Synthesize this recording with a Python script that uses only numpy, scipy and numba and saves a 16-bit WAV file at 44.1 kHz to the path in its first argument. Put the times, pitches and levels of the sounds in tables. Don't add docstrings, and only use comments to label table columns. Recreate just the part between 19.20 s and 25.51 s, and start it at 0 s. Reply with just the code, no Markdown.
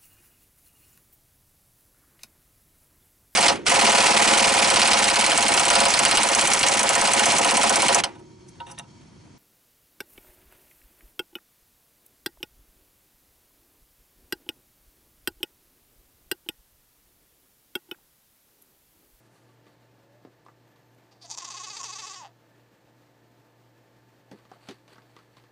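import sys
import numpy as np
from scipy import signal
from scipy.fft import rfft, irfft
from scipy.io import wavfile
from scipy.ndimage import uniform_filter1d
from numba import njit

SR = 44100
rng = np.random.default_rng(int(sys.argv[2]) if len(sys.argv) > 2 else 0)


def invert_db(x):
    u = np.asarray(x, float) / 20
    return 10 ** u


def waveform_to_disk(signal):
    frames = np.transpose(np.atleast_2d(signal))
    scaled = np.clip(frames, -1, 1) * 32767
    samples = np.round(scaled).astype(np.int16)
    wavfile.write(sys.argv[1], SR, samples)


N = 278271

# (frequency [Hz], density [dB per Hz])
AIR_SPECTRUM = [(15, -41), (25, -43), (64, -15.5), (91, -18.5), (122, -3.5), (173, -8), (313, -7.5),
                (801, -12), (892, -12.5), (993, -16.5), (1750, -18), (2830, -22.5), (7650, -30.5),
                (10000, -36.5), (15400, -31)]
AIR_DB = -60.5
# (low [Hz], high [Hz], level [dB])
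PORT_HISS = (3950, 4530, -86)
# (frequency [Hz], width [Hz], level [dB])
MOTOR_DUCT = (1736, 85, -77.5)
# (frequency [Hz], rms level [dB])
MOTOR_ORDERS = [(59.2, -89.5), (118.4, -66), (296.1, -73.5), (333.8, -75.5), (387.6, -79), (479.1, -76.5),
                (532.9, -79), (592.2, -83), (651.4, -80), (710.6, -82), (888.2, -76.5), (1007, -85.5),
                (1066, -87), (1184, -85.5)]
# (frequency [Hz], rms level [dB])
MAINS_TONE = [(121.3, -77)]

# (time [s], frequency [Hz], level [dB])
SQUEAK_CURVE = [
    (1.485, 12500, -86),
    (1.54, 12400, -86),
    (1.616, 13200, -83),
    (1.81, 11750, -83),
]
# (time [s], frequency [Hz], level [dB])
FAR_ANIMAL = [
    (0.8, 545, -76),
    (0.922, 563, -63.5),
    (0.978, 614, -63),
    (1.0, 555, -68),
]
# (time [s], frequency [Hz], level [dB])
BIRD_CURVE = [
    (3.47, 6540, -93),
    (3.52, 6760, -90),
    (3.62, 6894, -90),
]

# (time [s], level [dB])
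RUSTLE_LEVEL = [
    (0.0, -73),
    (0.16, -75.5),
    (0.35, -83),
]
# (frequency [Hz], width [Hz], level [dB])
TWIG_RESONANCE = (9000, 2500, -38)
TWIG_TICKS = [1.251, 1.749]

# (time [s], peak level [dB], build-up [s])
SNOW_COLLAPSES = [(.03, -72, .03), (.164, -73, 0.041), (.244, -70.5, .09), (.468, -66.5, .012),
                  (.594, -83, .1), (5.112, -60, 0.0055), (5.334, -68, 0.21), (5.488, -53.5, 0.075),
                  (5.68, -69, 0.008), (5.73, -60, 0.024), (5.972, -61, 0.087), (6.168, -64, .03)]
# (frequency [Hz], density [dB per Hz])
SNOW_SPECTRUM = [(500, -21), (900, 4), (2000, 0), (3800, -6.5), (4600, 2.5), (5100, -36), (8000, -11),
                 (15000, -33)]

# (time [s], crack [dB], struck board [dB], ring of that board [Hz])
HOOF_STEPS = [(0.1594, -64, -70, 458), (0.2891, -57, -66, 360), (0.4665, -54, -61.5, 184),
              (1.05, -46, -48, 306), (1.0729, -66, -56, 364), (1.2628, -55, -48.5, 1040),
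              (1.2844, -58, -49.5, 1160), (1.5596, -57, -76, 299), (5.114, -41.5, -49, 223),
              (5.135, -62, -53, 326), (5.1882, -51, -64.5, 480), (5.2521, -51, -56, 880),
              (5.3153, -49, -44.5, 790), (5.3352, -67, -55.5, 1150), (5.3542, -65, -61, 703),
              (5.4873, -34.5, -45.5, 273), (5.51, -39.5, -49.5, 372), (5.679, -47.5, -62.5, 604),
              (5.7177, -60, -64, 392), (5.7572, -52, -56, 1200), (5.7818, -51, -48, 1250),
              (5.8197, -52.5, -79, 326), (5.9653, -41.5, -47, 1250), (5.9891, -48.5, -51, 1290),
              (6.1691, -45.5, -54.5, 1060), (6.199, -53, -58, 883), (6.2386, -55, -65, 324)]
# (frequency [Hz], level [dB])
PLATFORM_MODES = [(210, 0.5), (290, -1), (385, 3.5), (480, 0.5), (600, -28)]
# (frequency [Hz], level [dB])
PLANK_MODES = [(790, -5), (960, 1), (1150, 9.5), (1300, 0), (1520, 3), (1950, 7.5)]

# (time [s], pitch [Hz], effort [dB])
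GRUNT_TURNS = [
    (1.923, 403.9, -65.5),
    (1.986, 383.2, -74),
]
# (time [s], pitch [Hz], effort [dB])
CATCH_TURNS = [
    (2.028, 396.4, -49),
    (2.056, 330.5, -43.5),
    (2.067, 322, -55),
    (2.082, 218.5, -58),
    (2.13, 396.6, -42.5),
    (2.141, 375, -45),
    (2.149, 338, -40),
    (2.162, 315.6, -63),
]
# (tensest [s], pitch [Hz], slackest after [s], pitch [Hz])
FOLD_WAVERS = [(2.205, 395.2, 0.025, 347.9), (2.262, 394, .025, 351), (2.325, 402.6, 0.024, 352.5),
               (2.376, 427.3, 0.035, 360.6), (2.446, 435.8, 0.036, 367.2), (2.508, 431, 0.043, 383.4),
               (2.573, 463.5, .038, 355.4), (2.661, 437.2, .041, 364.5), (2.735, 433, .031, 379.2),
               (2.797, 449, 0.049, 365.2), (2.877, 441.6, 0.036, 377), (2.942, 413.5, 0.027, 364.2)]
# (first slap [s], length [s], first pitch [Hz])
FOLD_CREAKS = [(2.1007, .014, 185), (2.1748, .013, 200), (2.2466, .006, 288), (2.3029, .0085, 284),
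               (2.6315, .0125, 222)]
# (time [s], pitch [Hz], effort [dB])
FOLD_RUN_DOWN = [
    (2.983, 369.4, -48),
    (3.034, 293.4, -54.5),
    (3.048, 204.6, -54.5),
    (3.075, 138.2, -61),
]
# (time [s], first resonance [Hz], throat opening [dB])
MOUTH_SHAPE = [(1.9, 700, -2), (2.03, 686, -17.5), (2.06, 741, -13), (2.12, 905, -15), (2.22, 1073, -8.5),
               (2.92, 1082, -7), (3.0, 1023, -5.5), (3.045, 856.4, 0.5), (3.1, 650, 0)]
# (frequency [Hz], width [Hz], level [dB])
THROAT_PEAKS = [(445, 170, -13.5), (2010, 256, -0.5), (2580, 154, 7), (3100, 730, 1.5), (3900, 630, 1)]
# (frequency [Hz], width [Hz], level [dB])
TENSE_PEAKS = [(4655, 230, 0.5), (5010, 1030, -8)]
# (frequency [Hz], width [Hz], level [dB])
NASAL_PEAKS = [(5520, 345, -2.5), (6020, 570, -2.5), (6760, 260, -1.5), (7340, 210, -3.5), (8600, 370, -11)]
# (frequency [Hz], width [Hz], level [dB])
SLAP_PEAKS = [(8920, 860, -4), (12500, 4100, -13.5)]
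# (delay [s], level [dB])
YARD_ECHOES = [(.0071, -19), (.0113, -18), (.0187, -20), (.029, -22), (.047, -25), (.083, -29)]
# (low [Hz], high [Hz], readiness [0-1 scale,
# offset])
PATCHY_BANDS = [(10500, 11600, .5), (12400, 13200, -.3)]


def rms_one(x):
    return x / np.sqrt(np.mean(x ** 2) + 1e-30)


def in_time(rows, edge_db=None):
    s, *columns = np.transpose(rows)
    return [np.interp(np.arange(N) / SR, s, c, edge_db, edge_db) for c in columns]


def coloured(points):
    hz, db = np.transpose(points)
    noise_hz = np.arange(1, N // 2 + 2) * SR / N
    gain = invert_db(np.interp(np.log(noise_hz), np.log(hz), db))
    return rms_one(irfft(rfft(rng.standard_normal(N)) * gain, N))


def drift(rate):
    knots_per_s = 60
    knots = rng.standard_normal(int(N / SR * knots_per_s) + 2)
    memory = np.exp(-2 * np.pi * rate / knots_per_s)
    knots = rms_one(signal.lfilter([1], [1, -memory], knots))
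    return np.interp(np.arange(N) / SR * knots_per_s, np.arange(len(knots)), knots)


def band(x, low_hz, high_hz):
    return signal.sosfilt(signal.butter(2, [low_hz, high_hz], "band", fs=SR, output="sos"), x)


def resonance(x, hz, width_hz, db=0):
    r = np.exp(-np.pi * width_hz / SR)
    zeros = [(1 - r * r) / 2, 0, (r * r - 1) / 2]
    poles = [1, -2 * r * np.cos(2 * np.pi * hz / SR), r * r]
    return invert_db(db) * signal.lfilter(zeros, poles, x)


def parallel(x, peaks):
    return sum((-1) ** k * resonance(x, *peak) for k, peak in enumerate(peaks))


@njit
def moving_resonance(x, hz, r, sr):
    y = np.zeros(len(x))
    for i in range(2, len(x)):
        push = (1 - r * r) / 2 * (x[i] - x[i - 2])
        y[i] = push + 2 * r * np.cos(2 * np.pi * hz[i] / sr) * y[i - 1] - r * r * y[i - 2]
    return y


def air():
    hiss = invert_db(AIR_DB - 3 + 1.03 * drift(8.5)) * coloured(AIR_SPECTRUM)
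    duct_hz, width_hz, duct_db = MOTOR_DUCT
    duct = rms_one(resonance(rng.standard_normal(N), duct_hz, width_hz)) * invert_db(duct_db + 1.8 * drift(21))
    low_hz, high_hz, port_db = PORT_HISS
    port = invert_db(port_db) * rms_one(band(rng.standard_normal(N), low_hz, high_hz))
    return hiss + duct + port


def motor():
    t = np.arange(N) / SR
    hum = np.zeros(N)
    for hz, db in MOTOR_ORDERS + MAINS_TONE:
        level = np.sqrt(2) * invert_db(db + 0.34 * drift(7.7))
        hum += level * np.sin(2 * np.pi * (hz * t + rng.random()))
    return hum


def whistle(rows, half_db):
    hz, db = in_time(rows)[0], in_time(rows, -130)[1]
    phase = 2 * np.pi * np.cumsum(hz) / SR
    level = uniform_filter1d(invert_db(db - 0.7 + 3.2 * drift(20)), size=300)
    return np.sqrt(2) * level * (np.sin(phase) + invert_db(half_db) * np.sin(phase / 2))


def brushing():
    tick = np.zeros(N) + 1e-12
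    tick[(np.array(TWIG_TICKS) * SR).astype(int)] = 1
    hiss = rms_one(band(rng.standard_normal(N), 5000, 11400))
    hiss = hiss * invert_db(in_time(RUSTLE_LEVEL, -120)[0] + 2.9 * drift(25))
    return hiss + resonance(resonance(tick, *TWIG_RESONANCE[:2]), *TWIG_RESONANCE)


def crunch(per_s=2500):
    rise_db, fall_db_per_s, settle_db, settle_db_per_s = 16.5, 210, -18, 52
    broken = rng.random(N) < per_s * invert_db(4 * drift(25)) / SR
    grains = broken * invert_db(0.68 * rng.exponential(1, N))
    grains = signal.lfilter([1], [1, -.93], grains)
    level = 0
    for s, db, build_s in SNOW_COLLAPSES:
        since = np.arange(N) / SR - s
        before = invert_db(-rise_db * abs(since) / max(build_s, .002))
        after = invert_db(-fall_db_per_s * abs(since)) + invert_db(settle_db - settle_db_per_s * abs(since))
        level = level + invert_db(db) * np.where(since < 0, before, after)
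    return level * invert_db(-0.5) * rms_one(grains * coloured(SNOW_SPECTRUM))


def hooves(size=6000):
    beam_t60_s, board_t60_s = 0.099, 0.068
    out, t = np.zeros(N + size), np.arange(size) / SR
    for s, crack_db, board_db, ring_hz in HOOF_STEPS:
        over_beam = ring_hz < 650
        if over_beam:
            boom_db, plank_db, t60 = board_db, -62 + 0.35 * (crack_db + 53.5), beam_t60_s
        else:
            boom_db, plank_db, t60 = board_db - 12.5, board_db, board_t60_s
        grind, spread = rng.standard_normal(size), rng.normal(0, 2.1, 11)
        push = grind * (invert_db(-60 * t / 0.0052) + 0.49 * invert_db(-60 * t / max(t60, .01)))
        struck = resonance(push, ring_hz, 40 + 0.039 * ring_hz, 12.7)
        boom = sum(resonance(push, hz, 51, db + d) for (hz, db), d in zip(PLATFORM_MODES, spread))
        plank = sum(resonance(push, hz, 59, db + d) for (hz, db), d in zip(PLANK_MODES, spread[5:]))
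        if over_beam:
            boom = boom + struck
        else:
            plank = plank + struck
        crack = band(push, 1400, 4300) + resonance(push, 4600, 200, -9.0)
        parts = ((band(boom, 116, 1400), boom_db + 11.5),
                 (band(plank, 620, 1780), plank_db + 6.5),
                 (crack, crack_db + 1))
        for part, db in parts:
            out[int(s * SR):][:size] += invert_db(db) * part / np.max(np.abs(part))
    return out[:N]


def folds(jump_s=0.0033, stall_s=.006, stall_db=13, slump=.7):
    tense_db, tense_db_per_hz = -46, 0.1163
    slack_db, spent_s, fade_db_per_s = -42, 2.907, 48
    creak_db, creak_swell_db, creak_rise_hz_per_s, creak_top_hz = -40, 5, 7500, 293.5
    tense, slack = [GRUNT_TURNS[0], *CATCH_TURNS[::2]], [GRUNT_TURNS[1], *CATCH_TURNS[1::2]]
    for s, tense_hz, after, slack_hz in FOLD_WAVERS:
        tense.append((s, tense_hz, tense_db + tense_db_per_hz * (tense_hz - 400)))
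        slack.append((s + after, slack_hz, slack_db - fade_db_per_s * max(s + after - spent_s, 0)))
    turns = [(*w, 1) for w in tense] + [(*w, 0) for w in slack] + [(*w, .1) for w in FOLD_RUN_DOWN]
    for s, length, hz in FOLD_CREAKS:
        _, next_hz, next_db = min(w for w in tense if w[0] > s)
        end_hz = min(hz + creak_rise_hz_per_s * length, creak_top_hz)
        turns += [(s - stall_s, 1.05 * hz, creak_db - stall_db, .1),
                  (s, hz, creak_db, .15),
                  (s + length, end_hz, creak_db + creak_swell_db, .15),
                  (s + length + jump_s, 1.1 * next_hz, next_db + 3.5, .7)]
    s, *controls = np.transpose(sorted(turns))
    t = np.arange(N) / SR
    place = np.interp(t, s, np.arange(len(s)))
    letting_go = np.append(np.diff(controls[2]) == -1, False)[place.astype(int)]
    progress = (place % 1) ** np.where(letting_go, slump, 1)
    eased = np.floor(place) + np.sin(np.pi / 2 * progress) ** 2
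    pitch, effort_db, tension = (np.interp(eased, np.arange(len(s)), v) for v in controls)
    sounding = np.interp(t, [s[0] - .02, s[0], s[-1], s[-1] + 0.022], [0, 1, 1, 0])
    return pitch, effort_db, tension, sounding


def tract(nose_opens_hz=740, nose_db_per_hz=2.0, nose_shuts_db=-3.5):
    mouth_hz, throat_db = in_time(MOUTH_SHAPE)
    mouth_db = -4.5 + 0.86 * (throat_db + 7.5)
    closed_hz = np.maximum(nose_opens_hz - mouth_hz, 0).clip(0, 70)
    nose_db = 2.5 - nose_db_per_hz * closed_hz - 2.2 * np.maximum(throat_db - nose_shuts_db, 0)
    return mouth_hz, mouth_db, throat_db, nose_db


def glottis(pitch, effort_db, sounding):
    jitter, shimmer_db, breath = .01, 1.6, .23
    cycles = np.cumsum(pitch / SR)
    for s, _, _ in FOLD_CREAKS:
        late = cycles[int(s * SR)] - np.round(cycles[int(s * SR)])
        cycles = cycles - late * np.clip((np.arange(N) / SR - s) / .012 + 1, 0, 1)
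    count = np.arange(1, int(cycles[-1]) - 1)
    chance = rng.standard_normal((2, 3000))[:, :len(count)]
    at = np.interp(count + jitter * chance[0], cycles, np.arange(N))
    whole, part, size = at.astype(int), at % 1, invert_db(shimmer_db * chance[1])
    closures = np.zeros(N)
    closures[whole], closures[whole + 1] = size * (1 - part), size * part
    puff = breath * rng.standard_normal(N) * np.exp(-2 * (cycles % 1))
    puff = puff * invert_db(np.clip(-.6 * (effort_db + 46), 0, 9))
    source = (closures * np.sqrt(SR / pitch) + puff) * sounding + 1e-12
    return source, puff


def bleat(ring_swing_db=7, throat_swing_db=5, mouth_swing_db=-5.5, mouth_follows=0.75,
          nose_swing_db=-3, break_db=-6):
    mouth_width_hz, flutter_db = 60, 2.2
    pitch, effort_db, tension, sounding = folds()
    mouth_hz, mouth_db, throat_db, nose_db = tract()
    source, puff = glottis(pitch, effort_db, sounding)
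    thinning = invert_db(break_db * (4 * tension * (1 - tension)) ** 3.5)
    source = source * thinning
    bright = source * invert_db(effort_db)
    clear = source - .5 * puff * sounding * thinning
    deep_db = mouth_follows * (effort_db + 50) - 24.0 + mouth_db + mouth_swing_db * tension
    deep = clear * invert_db(deep_db)
    mouth = moving_resonance(deep, mouth_hz, np.exp(-np.pi * mouth_width_hz / SR), SR)
    voice = band(mouth, 410, 1850)
    for k, peak in enumerate(THROAT_PEAKS):
        level_db = throat_db + 7 + throat_swing_db * tension + flutter_db * drift(25)
        voice = voice + (-1) ** k * resonance(bright * invert_db(level_db), *peak)
    for peak in TENSE_PEAKS:
        level_db = 6.5 + ring_swing_db * tension + flutter_db * drift(30)
        voice = voice + resonance(bright * invert_db(level_db), *peak)
    voice = voice + resonance(deep * invert_db(8.8 * tension), 1000, 380, -14.5)
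    nose = bright * invert_db(nose_db + 13.5 + nose_swing_db * tension)
    for k, peak in enumerate(NASAL_PEAKS):
        voice = voice - (-1) ** k * resonance(nose * invert_db(flutter_db * drift(28)), *peak)
    voice = voice + parallel(bright * invert_db(0.58 * (effort_db + 46.0)), SLAP_PEAKS)
    voice = voice - resonance(voice, 11030, 3800, -0.72)
    voice = voice - resonance(voice, 1365, 330, -7.5)
    voice = signal.sosfilt(signal.butter(2, 9500, fs=SR, output="sos"), voice)
    dull = signal.sosfilt(signal.butter(1, 5000, fs=SR, output="sos"), voice)
    return voice + sum(invert_db(db) * np.roll(dull, int(lag * SR)) for lag, db in YARD_ECHOES)


def scene():
    calls = whistle(SQUEAK_CURVE, -4) + whistle(FAR_ANIMAL, -24) + whistle(BIRD_CURVE, -28)
    mono = air() + motor() + calls + brushing() + crunch() + hooves() + bleat()
    return np.array([mono, mono])


def roll_off(x):
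    return signal.sosfilt(signal.butter(12, 15540, fs=SR, output="sos"), x)


def record(dry):
    loud_db = 10 * np.log10(uniform_filter1d(dry[0] ** 2, size=5000) + 1e-12)
    mute = np.clip((loud_db + 46) / 3, 0, .95)
    for *edges, readiness in PATCHY_BANDS:
        patchy = np.clip(readiness + .5 + drift(8), 0, 1)
        treble = signal.sosfiltfilt(signal.butter(3, edges, "band", fs=SR, output="sos"), dry)
        dry = dry - mute * patchy * treble
    cutoff_hz = 15500
    edge = signal.cheby2(16, 40, cutoff_hz * 1.015, fs=SR, output="sos")
    return roll_off(signal.sosfilt(edge, dry))


dry = scene()
out = record(dry)
waveform_to_disk(out)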